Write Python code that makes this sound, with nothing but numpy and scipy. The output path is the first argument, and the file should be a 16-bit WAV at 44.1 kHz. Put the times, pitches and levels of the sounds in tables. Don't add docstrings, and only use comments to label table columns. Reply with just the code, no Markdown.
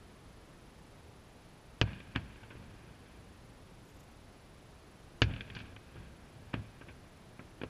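import sys
import numpy as np
from scipy import signal
from scipy.fft import rfft, irfft
from scipy.io import wavfile
from scipy.ndimage import uniform_filter1d

SR = 44100
rng = np.random.default_rng(int(sys.argv[2]) if len(sys.argv) > 2 else 0)


def unload_wav(signal):
    wavfile.write(
        sys.argv[1],
        SR,
        np.round(np.clip(np.atleast_2d(signal).T, -1, 1) * 32767).astype(np.int16),
    )


N = 339119

# (frequency [Hz], relative density [dB])
NIGHT_SPECTRUM = [(12, -34), (20, -2.5), (49, 0.5), (82, -0.5), (109, -0.5), (279, -7.5), (320, -8),
                  (658, -13), (715, -13.5), (4580, -27), (9420, -36.5), (10500, -37), (15100, -44.5)]
# (time [s], crack [dB], thump [dB], wave duration [ms], deep mode [dB],
#   bright scatter [dB], low scatter [dB], scatter T60 [s], tilt [dB/octave], treble edge [Hz],
#   housing ring [dB], treble sent to the walls [dB])
SHELL_BURSTS = [(1.8134, -9.5, -17, 9.4, -17, -25.5, -30, .052, -1.5, 6470, -16, -31.5),
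                (5.2184, -9, -16, 10.5, -17, -23.5, -35.5, 0.068, 0.5, 6500, -16, -23),
                (7.393, -46, -41.5, 5.4, -19, -46.5, -50, 0.062, -8.5, 3400, -2, -50),
                (7.6148, -38, -33.5, 3.1, -17, -40.5, -51, 0.04, 0.5, 3800, -4, -43),
                (7.635, -33.5, -30, 2.27, -24, -41.5, -37.5, 0.044, -2.5, 4780, -8, -43)]
MORTAR_LAUNCHES = [(2.1595, -19, -25, 5.38, -13, -34, -42, 0.068, -3.5, 4800, 4.5, -34.5),
                   (6.5402, -28.5, -24.5, 4.8, -15, -38.5, -41, 0.047, -2.5, 4730, -2, -34.5)]
# (frequency [Hz], gain [dB], T60 [s])
HOLLOW_MODES = [(104.7, -14, 0.2), (144.6, -27.5, 0.29), (197, -26.5, 0.16), (252.4, -15.5, 0.074),
                (335, -29.5, 0.12), (438, -30, 0.106)]
# (delay [s], gain [dB])
FRONT_PATHS = [(.0004, -6), (.00072, 0), (.001, 2.5)]
# (frequency [Hz], bandwidth [Hz], gain [dB])
PORT_MODES = [(1390, 730, -4.5), (2854, 485, -3), (4760, 820, -8.5), (6500, 2200, -42)]
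# (frequency [Hz], bandwidth [Hz], gain [dB])
HOUSING_MODES = [(980, 1160, -10.5), (1601, 130, 7), (2435, 380, 2), (3480, 520, -4.5), (4360, 370, -6),
                 (6260, 2300, -15)]
# (delay [s], crack [dB], bright scatter [dB], thump [dB], low scatter [dB],
#   scatter rise [ms], scatter T60 [s], wave duration [ms], tilt [dB/octave])
BURST_ECHOES = [(0.0896, -29, -19, -27, -41, 2.3, 0.049, 8.4, 3),
                (.118, -19, -18, -25, -51, .6, 0.045, 7, 10),
                (.189, -12, -11.5, -25, -42, 0.46, 0.033, 6.7, 9),
                (.257, -35, -28, -39, -41, .6, .05, 6, 8), (.3466, -27, -19.5, -22, -48, .6, .088, 6.4, 4),
                (.545, -19, -21, -33, -38, .6, 0.033, 4.9, 1.5),
                (0.739, -35, -29.5, -23.5, -42, 3.2, 0.1, 9.2, -8)]
LAUNCH_ECHOES = [(-.0085, -20, 2.5, -26, -24, 6.6, 0.077, 3.6, -3.5),
                 (.271, -20, -10, -22, -30.5, 2.5, 0.058, 4, -12),
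                 (.344, -13, -13.5, -23, -27.5, 2.5, .1, 6, -2)]
# (time [s], crack [dB], bright scatter [dB], scatter T60 [s], tilt [dB/octave], treble edge [Hz])
LONE_SLAPS = [(1.873, -51, -45.5, 0.072, -7, 4500), (5.3625, -35, -45, .04, 1, 3770),
              (5.5, -45, -39.5, 0.033, 4, 3800), (5.5497, -41, -47.5, 0.11, 6, 5930),
              (5.588, -46, -48, 0.078, 5, 5450), (5.601, -42, -48.5, 0.11, 1, 5470)]
# (delay [s], rumble re thump [dB], clatter re bright scatter [dB])
BURST_DECAY = [(0.019, -26.5, -31), (.09, -23.5, -30), (.135, -31, -32), (.18, -32.5, -34),
               (.23, -39.5, -39), (.45, -32.5, -38), (.56, -50, -47), (.78, -33, -41), (.95, -40, -48),
               (1.15, -40.5, -47), (1.6, -50, -49)]
LAUNCH_DECAY = [(.03, -16, -25), (.1, -29, -31), (.22, -37, -33), (.66, -44, -38), (1.0, -49, -38.5)]
# (frequency [Hz], bandwidth [Hz], gain [dB])
RUMBLE_BANDS = [(43.4, 44, -9), (64.7, 21, 2.5), (105.3, 19, 1), (164, 80, -5.5), (290, 172, -15.5),
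                (550, 240, -23)]


def undb(db):
    return 10 ** (np.asarray(db) / 20)


def unit_rms(x):
    return x / np.sqrt(np.mean(x ** 2))


def band(x, hz, width):
    return signal.lfilter(*signal.iirpeak(hz, hz / width, SR), x)


def resonate(x, modes, tilt_db=0):
    return sum((-1) ** k * undb(db + tilt_db * np.log2(hz / 2000)) * band(x, hz, width)
               for k, (hz, width, db) in enumerate(modes))


def air_absorption(x, top_hz):
    return signal.sosfilt(signal.butter(6, top_hz, fs=SR, output="sos"), x)


def night_noise():
    hz, db = np.transpose(NIGHT_SPECTRUM)
    freqs = np.fft.rfftfreq(N, 1 / SR) + 1
    colour = undb(np.interp(np.log(freqs), np.log(hz), db))
    hiss = unit_rms(irfft(rfft(rng.standard_normal(N)) * colour, N))
    bass_swell = (undb(fluctuation(3)) - 1) * band(hiss, 90, 180)
    return undb(-55.5) * (hiss + bass_swell)


def fluctuation(rate_hz):
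    hold = int(SR / rate_hz)
    steps = np.repeat(rng.standard_normal(N // hold + 1), hold)
    return 1.3 * uniform_filter1d(uniform_filter1d(steps, hold), hold)[:N]


def sensor_whine(tone_hz=10657, frame_hz=24000 / 1001, onset_s=.0274, on_s=.0196):
    since_onset = (np.arange(N) / SR - onset_s) % (1 / frame_hz)
    gate = uniform_filter1d(1. * (since_onset < on_s), size=30)
    return undb(-72) * gate * np.sin(2 * np.pi * tone_hz * since_onset)


def front_crack(t, tilt_db, top_hz, ring_db):
    front = sum(undb(db) * np.exp(-((t - delay) / .00005) ** 2) for delay, db in FRONT_PATHS)
    crack = air_absorption(resonate(front, PORT_MODES, tilt_db), top_hz)
    crack += undb(-29) * band(front, 9000, 5000)
    crack += undb(ring_db) * band(front, *HOUSING_MODES[1][:2])
    return crack / np.abs(crack).max()


def pressure_thump(t, wave_ms, deep_db):
    u = t / (wave_ms / 1000)
    push = np.exp(-((u - .11) / .059) ** 2)
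    pull = 1.49 * np.exp(-((u - .6) / .22) ** 2)
    wave = pull - push
    deep_mode = (62, deep_db, .22)
    hollow = sum(undb(db) * hz * np.sin(2 * np.pi * hz * t) * np.exp(-np.log(1000) * t / t60)
                 for hz, db, t60 in HOLLOW_MODES + [deep_mode])
    return wave - signal.fftconvolve(wave, hollow)[:len(t)] * 2 * np.pi / SR


def blast(crack_db, thump_db, wave_ms, deep_db, bright_db, low_db, rise_ms, t60, tilt_db, top_hz, ring_db):
    t = np.arange(SR // 3) / SR
    crack = undb(crack_db) * front_crack(t, tilt_db, top_hz, ring_db)
    thump = undb(thump_db) * pressure_thump(t, wave_ms, deep_db)
    noise = rng.standard_normal(len(t))
    fade = (1 - np.exp(-t * 1000 / rise_ms)) * np.exp(-np.log(1000) * t / t60)
    bright = unit_rms(air_absorption(resonate(noise, HOUSING_MODES, tilt_db), .87 * top_hz)) * fade
    low = unit_rms(band(band(noise, 235, 280), 236, 720)) * fade ** .53
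    return crack + thump + undb(bright_db) * bright + undb(low_db) * low


def blasts_and_echoes(rise_ms=.76, echo_deep_db=-19, echo_top_hz=3660):
    arrivals = []
    for blasts, echoes in ((SHELL_BURSTS, BURST_ECHOES), (MORTAR_LAUNCHES, LAUNCH_ECHOES)):
        for at, crack, thump, wave_ms, deep, bright, low, t60, tilt, top, ring, sent in blasts:
            direct = blast(crack, thump, wave_ms, deep, bright, low, rise_ms, t60, tilt, top, ring)
            arrivals.append((at, direct))
            for delay, snap, hiss, thud, dull, rise, decay, echo_ms, slope in echoes:
                if at + delay < N / SR:
                    echo = blast(sent + snap, thump + thud, echo_ms, echo_deep_db, sent + hiss,
                                 thump + dull, rise, decay, slope, echo_top_hz, ring)
                    arrivals.append((at + delay, echo))
    for at, crack, bright, t60, tilt, top in LONE_SLAPS:
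        slap = blast(crack, thump_db=-55, wave_ms=6.3, deep_db=echo_deep_db, bright_db=bright,
                     low_db=-56, rise_ms=rise_ms, t60=t60, tilt_db=tilt, top_hz=top, ring_db=-12)
        arrivals.append((at, slap))
    pressure = np.zeros(N + SR)
    for at, sound in arrivals:
        start = int(at * SR)
        pressure[start:start + len(sound)] += sound
    return pressure[:N]


def diffuse_roll():
    t = np.arange(N) / SR
    lumpy = undb(1.3 * fluctuation(28)) * rng.standard_normal(N)
    rumble = air_absorption(unit_rms(resonate(lumpy, RUMBLE_BANDS)), top_hz=2000)
    grainy = undb(1.6 * fluctuation(90)) * rng.standard_normal(N)
    clatter = air_absorption(unit_rms(resonate(grainy, HOUSING_MODES, tilt_db=-.5)), top_hz=4080)
    rumble_power, clatter_power = np.zeros((2, N))
    for blasts, decay in ((SHELL_BURSTS, BURST_DECAY), (MORTAR_LAUNCHES, LAUNCH_DECAY)):
        delays, rumble_db, clatter_db = np.transpose(decay)
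        for at, _, thump, _, _, bright, *_ in blasts:
            rumble_power += undb(thump + np.interp(t - at, delays, rumble_db, left=-120, right=-120)) ** 2
            clatter_power += undb(bright + np.interp(t - at, delays, clatter_db, -120, -120)) ** 2
    rumble *= uniform_filter1d(np.sqrt(rumble_power), size=400)
    clatter *= uniform_filter1d(np.sqrt(clatter_power), size=400)
    return rumble + clatter


def rustle(start_s=3.858, gap_s=.0267, grain_s=.0072):
    t = np.arange(N) / SR
    grain_times = start_s + gap_s * (np.arange(9) + .54 * rng.standard_normal(9))
    gate = sum(np.exp(-((t - at) / grain_s) ** 2) for at in grain_times)
    noise = rng.standard_normal(N)
    upper = unit_rms(band(band(noise, 12000, 2200), 12000, 2200))
    lower = unit_rms(band(noise, 6900, 1200))
    return gate * (undb(-78) * upper + undb(-71.5) * lower)


def scene():
    return (blasts_and_echoes() + diffuse_roll() + night_noise() + rustle() + sensor_whine())[None]


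def record(dry):
    return signal.sosfilt(signal.ellip(10, .2, 60, 15150, fs=SR, output="sos"), dry)


dry = scene()
out = record(dry)
unload_wav(out)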